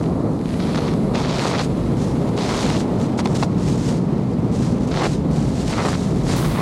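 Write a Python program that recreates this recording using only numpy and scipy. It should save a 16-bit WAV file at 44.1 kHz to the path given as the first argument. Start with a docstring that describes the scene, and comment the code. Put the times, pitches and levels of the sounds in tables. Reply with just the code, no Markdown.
"""A deep, steady wind rumble, with hiss, crackle and ragged gusts on top.
Air rushes over a small camera falling fast along a mountain face. Eddies (whirls of air) beat on
its microphone and make the rumble. As the camera turns, air hisses and snaps across the port (the
microphone's opening), then tears away from the housing in gusts full of suction pops."""
import sys
import numpy as np
from scipy import signal
from scipy.fft import rfft, irfft, next_fast_len
from scipy.io import wavfile
from scipy.ndimage import uniform_filter1d

SR = 44100
rng = np.random.default_rng(int(sys.argv[2]) if len(sys.argv) > 2 else 0)


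def wav_out(sig):
    """Save sig, one row per channel (or a flat mono array), as 16-bit PCM at SR to the path in sys.argv[1]."""
    wavfile.write(sys.argv[1], SR, np.round(np.clip(np.atleast_2d(sig).T, -1, 1) * 32767).astype(np.int16))


N = 291501
TIME = np.arange(N) / SR
# smooth air sweeping over the port: start_s, length_s, level_db, crest_fraction, attack_s, release_s
SWEEPS = [(0.019, 0.041, -58, 0.4, .008, 0.035), (0.477, 0.38, -60, 0.7, .008, .029),
          (1.138, 0.52, -39.5, 1, .008, 0.014), (1.965, 0.2, -42, 0.5, .008, 0.06),
          (2.359, 0.45, -38.5, 0.24, 0.011, .025), (2.976, 0.1, -44, 0.9, .008, 0.027),
          (3.171, 0.044, -35.5, 0.5, .008, .004), (3.242, 0.022, -36, 1, .008, .004),
          (3.265, 0.11, -44, 0.3, .006, .02), (3.341, 0.034, -35.5, 0.8, 0.011, .004),
          (3.38, 0.071, -35.5, 0.86, .003, .008), (3.577, 0.2, -40, 0.3, .004, 0.031),
          (3.772, 0.21, -39, 0.32, .008, 0.055), (4.516, 0.26, -44, 0.14, 0.007, .004),
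          (4.782, 0.077, -50.5, 1, .004, .01), (4.863, 0.27, -38.5, 0.5, 0.014, 0.049),
          (5.303, 0.42, -42, 0.43, 0.0062, .029), (5.657, 0.56, -39, 0.32, 0.016, .029),
          (6.208, 0.26, -40, 0.5, .04, .029)]


def rumble(popping):
    """Large eddies pound the microphone, along with smaller ones and the slow heave of the wake."""
    # tone of each layer: pitch_hz, level_db
    large_tone = [(40, -41.5), (80, -14.5), (110, -3), (148, 2), (190, 0), (240, -10.5), (320, -21.5),
                  (600, -37.5), (4000, -100)]
    heave_tone = [(10, -54), (25, -39), (33, -14), (43, 7), (65, 9), (85, 6.5), (120, 6.5), (300, -94.5),
                  (2000, -100)]
    small_tone = [(100, -23.5), (170, -5), (235, 2.5), (310, -3), (450, -7), (700, -15), (1000, -20),
                  (1300, -25.5), (1600, -37), (2100, -38), (3200, -65), (14000, -77)]
    # loudness of each layer: time_s, level_db
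    large_levels = [(0.0, -22.5), (0.45, -26), (0.95, -22), (1.25, -23.5), (2.3, -22), (2.54, -29),
                    (2.7, -19), (2.8, -29), (3.0, -21), (3.17, -28), (3.3, -21.5), (4.5, -21.5),
                    (4.7, -20.5), (4.85, -24), (5.45, -19.5), (5.58, -25), (5.69, -22), (5.75, -24),
                    (5.91, -22.5), (5.98, -22), (6.1, -22), (6.6, -19.5)]
    heave_levels = [(0.0, -34.5), (1.25, -31), (1.4, -34), (1.85, -28), (2.45, -35), (2.55, -28),
                    (2.8, -31), (2.95, -37), (3.8, -31), (3.95, -35.5), (5.7, -26.5), (5.8, -30),
                    (6.5, -27), (6.6, -30)]
    small_levels = [(0.0, -24), (0.2, -21), (0.42, -24), (.72, -21), (1.1, -20.5), (1.3, -24.5),
                    (1.75, -23), (2.3, -21), (2.52, -24.5), (2.7, -20), (3.1, -20.5), (3.5, -23.5),
                    (4.05, -23.5), (4.15, -22), (4.27, -24), (4.55, -21.5), (5.1, -24), (5.38, -22),
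                    (6.0, -25.5), (6.3, -22), (6.6, -28.5)]
    # surges from the very largest eddies: crest_s, rise_db
    surges = [(0.09, 1.5), (0.27, 2.5), (0.95, 0.5), (1.15, 1.5), (1.91, 2), (2.04, 1.5), (2.25, 0.5),
              (2.88, -0.5), (3.319, 2), (3.57, 1), (3.72, 3), (3.93, 2), (4.15, 0), (4.44, 0.5), (4.75, 1),
              (4.84, 1), (5.33, 0.5), (6.12, 1.5), (6.33, 1), (6.47, 1)]
    large = steadied(coloured(noise(), large_tone), seconds=0.06) * amp(follow(large_levels) + 0.5)
    heave = steadied(coloured(noise(), heave_tone), seconds=0.25) * amp(follow(heave_levels) - 0.1)
    small = steadied(coloured(noise(), small_tone), seconds=0.11) * amp(follow(small_levels) - 0.6)
    surge_db = sum(db * np.exp(-((TIME - crest) / 0.047) ** 2) for crest, db in surges)
    breakup = np.hypot(1, popping / amp(-24.5))  # hard gusts break up the eddies, so the rumble dips
    return (amp(surge_db) * (large + small) + heave) / breakup


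def gusts(attack_s=0.0044, release_s=0.017):
    """Strength of the tearing and the popping over time, as air breaks away from the housing."""
    # gusts: start_s, length_s, tearing_db, popping_db, crest_fraction
    gust_list = [(0.593, 0.34, -38.5, -37, 0.3), (1.135, 0.16, -34.5, -31, 0.3),
                 (1.289, 0.32, -32, -27.5, 0.61), (2.372, .11, -33.5, -38, 0.6),
                 (2.483, 0.287, -33, -27.5, 0.16), (4.908, 0.048, -37, -32, 0.3),
                 (4.957, 0.111, -34, -22, 0.85), (5.673, 0.25, -36.5, -23.5, 0.84),
                 (6.287, 0.22, -38, -29.5, 0.7), (6.505, 0.114, -40, -24.5, 0.9)]
    tearing = popping = 0
    for start, length, tear_db, pop_db, crest in gust_list:
        tearing += amp(tear_db) * swell(start, length, crest, attack_s, release_s, arch_db=1)
        popping += amp(pop_db) * swell(start, length, crest, attack_s, release_s, arch_db=12.5)
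    tearing = np.hypot(tearing, amp(-51)) * amp(6)  # a little remains between gusts
    tearing = hushed(tearing, below_db=-39)  # weak flow clings on and hardly tears
    popping *= amp(2 * wander(top_hz=21.35))  # flutter within a gust
    return np.hypot([tearing, popping], slaps())


def slaps(rise_s=0.00067, fall_s=0.0018):
    """Extra tearing and popping strength that jumps up, holds while an eddy passes and dies fast."""
    # short slaps of air: start_s, tearing_db, popping_db, length_s
    slap_list = [(0.057, -36.5, -36, 0.008), (0.755, -27, -30, 0.0076), (0.774, -29, -32, 0.017),
                 (0.869, -30, -33, 0.016), (1.149, -26, -25.5, 0.011), (1.453, -34, -27, 0.019),
                 (1.538, -26, -23, 0.019), (1.584, -24, -25.5, 0.035), (3.189, -28.5, -29.5, 0.02),
                 (3.257, -23, -24.5, 0.0061), (3.36, -36, -28, 0.012), (3.427, -22, -21, 0.0081),
                 (4.972, -26, -18.5, 0.004), (5.009, -39, -20.5, 0.019), (5.052, -36, -19.5, .017),
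                 (5.723, -29, -24, 0.015), (5.782, -39, -23.5, 0.024), (5.852, -37, -21.5, 0.019),
                 (5.882, -37, -26, 0.0094), (5.938, -29.5, -26.5, 0.016), (6.445, -29.5, -22, 0.0096),
                 (6.546, -36, -27.5, .016), (6.585, -35, -23.5, .026)]
    strengths = np.zeros((2, N))
    for start, tear_db, pop_db, length in slap_list:
        before = np.maximum(start - TIME, 0)
        after = np.maximum(TIME - start - length, 0)
        strengths += np.outer(amp([tear_db, pop_db]), np.exp(-before / rise_s - after / fall_s))
    return strengths


def suction_pops(strength, width_s=0.00032, spread_db=4):
    """Each eddy's core briefly sucks at the port. Harder gusts bring faster, louder pops."""
    # tone of the pops: pitch_hz, level_db
    tone = [(20, -36), (70, -19), (130, -5.5), (250, -0.5), (600, -1.2), (1300, 5), (1600, 1), (2100, 6),
            (2900, 1), (4200, -3), (8000, -22), (14000, -38)]
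    base_per_s = 55 + 250 * strength / strength.max()
    t = np.arange(-256, 257) / SR
    pressure = np.zeros(N)
    for size in (0.25, 0.5, 1):  # wider cores are rarer and suck harder
        arrivals = rng.random(N) < base_per_s / np.sqrt(size) / SR
        depths = amp(spread_db * np.clip(noise(), -2, 1))
        dip = -size / (1 + (t / (width_s * size)) ** 2)
        pressure += signal.oaconvolve(arrivals * depths, dip, "same")
    pressure -= uniform_filter1d(pressure, size=1024)  # centre on zero
    return steadied(coloured(pressure, tone), seconds=0.011) * strength


def tear(swirl, strength):
    """Air ripping off the housing breaks into ragged bursts of tiny eddies."""
    # tone of the tearing: pitch_hz, level_db
    tone = [(30, -30), (100, -5.5), (300, 7.5), (600, 6), (1000, 3), (1350, -2), (1600, -9.5), (2000, -6),
            (2900, -7.5), (4200, -5), (6500, -15), (9000, -32), (14000, -66)]
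    ragged = unit(noise() * amp(2.5 * swirl + 1.8 * wander(top_hz=34.8)))
    return steadied(coloured(ragged, tone), seconds=0.015) * strength


def snaps(wisp_db=-13, wisp_s=0.00028, leak_hz=260, dull_hz=9000):
    """One eddy hits the port: a sharp dip in pressure with a wisp of noise."""
    # the loudest snaps, from thin ticks to thuds: time_s, peak_db, width_s
    loud_snaps = [(.0127, -13, 0.0007), (.0407, -21, 0.00012), (.392, -25, .00008), (.414, -23, .00008),
                  (.458, -18.5, .0001), (.491, -23, 0.000093), (.507, -20, 0.00015), (.5417, -17, 0.00016),
                  (.6028, -14.5, .0001), (.6717, -20, .00016), (.7473, -11, 0.00016), (.7501, -17, .00008),
                  (.7856, -16, 0.0003), (.8211, -17, .0002), (.8825, -18, .00016), (.8889, -17, 0.00023),
                  (.939, -17, .00008), (1.1564, -13, 0.00029), (1.2491, -12, .00022),
                  (1.3894, -13, 0.00035), (1.3949, -7.5, 0.00011), (1.455, -7.5, 0.00058),
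                  (1.5888, -16, .00024), (1.97, -23, .00005), (2.117, -28, 0.00011), (2.3786, -17, .00007),
                  (2.5122, -10, .00033), (2.6628, -11, 0.00017), (2.7031, -11, 0.00016),
                  (2.8059, -20, 0.00022), (3.015, -18, 0.000027), (3.05, -28, 0.000092),
                  (3.1928, -12, 0.00026), (3.2585, -13, .00025), (3.274, -15, .00006), (3.427, -8, 0.00037),
                  (3.431, -14.5, 0.00021), (4.9151, -15, .00012), (4.9428, -14.5, .00027),
                  (4.952, -13.5, .00009), (4.9739, -10, 0.00026), (5.7388, -16, .0002),
                  (5.7962, -12, .0003), (5.8898, -14, .00024), (5.9308, -10.5, .00026),
                  (6.2674, -18, 0.00022), (6.3009, -14, .00024), (6.3382, -12, .00032),
                  (6.3751, -24, .00015), (6.4284, -15, .00036)]
    out = np.zeros(N)
    lead = 64  # samples before the dip
    t = np.arange(-lead, 256) / SR
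    # the port leaks away bass and dulls the treble
    port = signal.butter(2, [leak_hz, dull_hz], "band", fs=SR, output="sos")
    for when, db, width in list(loud_snaps) + faint_snaps():
        dip = -1 / (1 + (2 * t / width) ** 2)
        wisp = np.convolve(rng.standard_normal(len(t)), dip / np.linalg.norm(dip))[:len(t)]
        sound = signal.sosfilt(port, dip + amp(wisp_db) * wisp * np.exp(-abs(t) / wisp_s))
        start = max(round(when * SR) - lead, 0)
        out[start:start + len(t)] += amp(db) * sound / abs(sound).max()
    return out


def faint_snaps(per_sweep=2):
    """Unsettled air makes a few random snaps just after each sweep starts."""
    starts = np.repeat([row[0] for row in SWEEPS], per_sweep)
    delay, softness, breadth = np.clip(rng.standard_normal((len(starts), 3)), -2, 2).T
    time_s = starts + 0.04 * abs(delay)
    peak_db = -24.5 - 4 * abs(softness)
    width_s = 0.00005 * 2 ** (0.31 * breadth)
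    return list(zip(time_s, peak_db, width_s))


def hiss(swirl, spits_per_s=60, spit_s=0.00011):
    """Air scrapes over the port's edge, fluttering with each eddy and spitting now and then."""
    # tone of the hiss: pitch_hz, level_db
    tone = [(700, -4), (1600, 2.5), (2100, 0.5), (3000, 0), (4200, 2.5), (7000, 0.5), (8500, -3.5),
            (10000, -9.5), (12000, -19), (15500, -36)]
    kicks = (rng.random(N) < spits_per_s / SR) * rng.random(N)
    spits = signal.lfilter([1], [1, -np.exp(-1 / (spit_s * SR))], kicks)
    scrape = unit(noise() * amp(1.67 * swirl + 0.58 * wander(top_hz=40)) * (1 + 1.9 * spits))
    sweeps = sum(amp(db) * swell(start, length, crest, attack, release, arch_db=6)
                 for start, length, db, crest, attack, release in SWEEPS)
    level = np.hypot(sweeps, amp(-55.5))  # a little remains between sweeps
    level *= amp(2 + 2.5 * wander(top_hz=5.1))
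    return coloured(scrape, tone) * hushed(level, below_db=-49.5)  # slow air barely hisses


def jet(swirl, start_s=6.358, level_db=-34.5, attack_s=0.0052, fade_db_per_s=32):
    """A thin jet sizzles straight into the port and fades as the camera turns on."""
    # tone of the sizzle: pitch_hz, level_db
    tone = [(1000, 2), (4000, -7), (10000, -2.5), (14000, -9), (16000, -9)]
    age = np.maximum(TIME - start_s, 0)
    level = np.minimum(age / attack_s, 1) * amp(level_db - fade_db_per_s * age)
    return level * coloured(noise() * amp(0.89 * swirl), tone)


def rush():
    """Air streams around the whole camera: an even rush with a thin, airy hiss on top."""
    # loudness of each layer: time_s, level_db
    body_levels = [(0, -51), (.38, -55), (.5, -42), (1, -47.5), (1.5, -43.5), (2, -45.5), (2.6, -43),
                   (3.5, -47.5), (4.35, -48), (4.8, -47.5), (5.25, -48.5), (6.61, -43.5)]
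    airy_levels = [(0, -55), (.36, -56.5), (.5, -50.5), (.72, -46.5), (1, -52), (1.6, -55), (2.3, -54),
                   (3.1, -68), (4.1, -81), (6.61, -48)]
    # tone of each layer: pitch_hz, level_db
    body_tone = [(500, 2), (1500, 5.5), (2100, 5.5), (3100, 1), (4100, 1.5), (5500, -4.5), (7500, -7),
                 (10300, -12), (11500, -16.5), (13000, -21), (15500, -40)]
    airy_tone = [(2000, -15), (4100, 5.5), (5500, -7), (7500, -3), (10400, -3), (11500, -7.5), (12500, -17),
                 (14000, -40)]
    body = coloured(noise() * amp(1.3 * wander(top_hz=25)), body_tone)
    airy = coloured(noise(), airy_tone)
    return amp(follow(body_levels)) * body + amp(follow(airy_levels)) * airy


def swell(start, length, crest, attack_s, release_s, arch_db):
    """Flow catches quickly, climbs by arch_db to its crest, sinks back, then lets go."""
    crest_s = start + np.clip(crest, 0.05, 0.95) * length
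    t = TIME[::16]
    sag = np.interp(t, [start, crest_s, start + length], [-1, 0, 1]) ** 2
    attack = np.clip((t - start) / attack_s, 0, 1)
    release = np.exp(-np.maximum(t - start - length, 0) / release_s)
    return np.interp(TIME, t, attack * amp(-arch_db * sag) * release)


def amp(db):
    """Turns decibels into a multiplier."""
    return 10 ** (np.asarray(db) / 20)


def unit(x):
    """Scales a signal to an average power of 1."""
    return x / np.sqrt(np.mean(x ** 2) + 1e-20)


def noise():
    """Fresh white noise."""
    return rng.standard_normal(N)


def follow(rows):
    """Joins (time, level) points with straight lines."""
    return np.interp(TIME, *np.transpose(rows))


def hushed(level, below_db):
    """Turns weak levels down further."""
    return level / np.hypot(1, amp(below_db) / level)


def coloured(x, tone):
    """Filters a signal to the given tone, at an average power of 1."""
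    hz, db = np.transpose(tone)
    size = 2 * next_fast_len(N // 2 + 4096)
    log_hz = np.log(np.fft.rfftfreq(size, 1 / SR) + 1)
    log_gain = np.log(amp(np.interp(log_hz, np.log(hz), db)))
    # make the filter ring only after a sound, never before it
    cepstrum = irfft(log_gain)[:size // 2]
    cepstrum[0] /= 2
    response = np.exp(rfft(2 * cepstrum, size))
    return unit(irfft(rfft(x, size) * response)[:N])


def wander(top_hz):
    """Random drift of power 1, mostly slower than top_hz."""
    size = next_fast_len(N)
    hz = np.fft.rfftfreq(size, 1 / SR)
    spectrum = rfft(rng.standard_normal(size)) / np.sqrt(1 + (hz / top_hz) ** 4)
    return unit(irfft(spectrum, size)[:N])


def steadied(x, seconds):
    """Evens out loudness over the given time, leaving faster swings free."""
    size = max(int(seconds * SR), 2)
    return x / np.sqrt(uniform_filter1d(uniform_filter1d(x ** 2, size), size) + 1e-9)


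def scene():
    """One swirl shakes the tearing, hiss and jet; the same gusts tear, pop and weaken the rumble."""
    swirl = wander(top_hz=264)
    tearing, popping = gusts()
    wind = rumble(popping) + tear(swirl, tearing) + suction_pops(popping)
    return (wind + hiss(swirl) + rush() + jet(swirl) + snaps())[None]


def record(dry, ceiling=0.5, top_hz=15900):
    """Rounds off the biggest swings, then cuts the highest treble."""
    rounded = dry / (1 + (dry / ceiling) ** 6) ** (1 / 6)
    low_pass = signal.firwin(511, top_hz, window=("kaiser", 9), fs=SR)
    return signal.oaconvolve(rounded, low_pass[None], "same")


dry = scene()
out = record(dry)
wav_out(out)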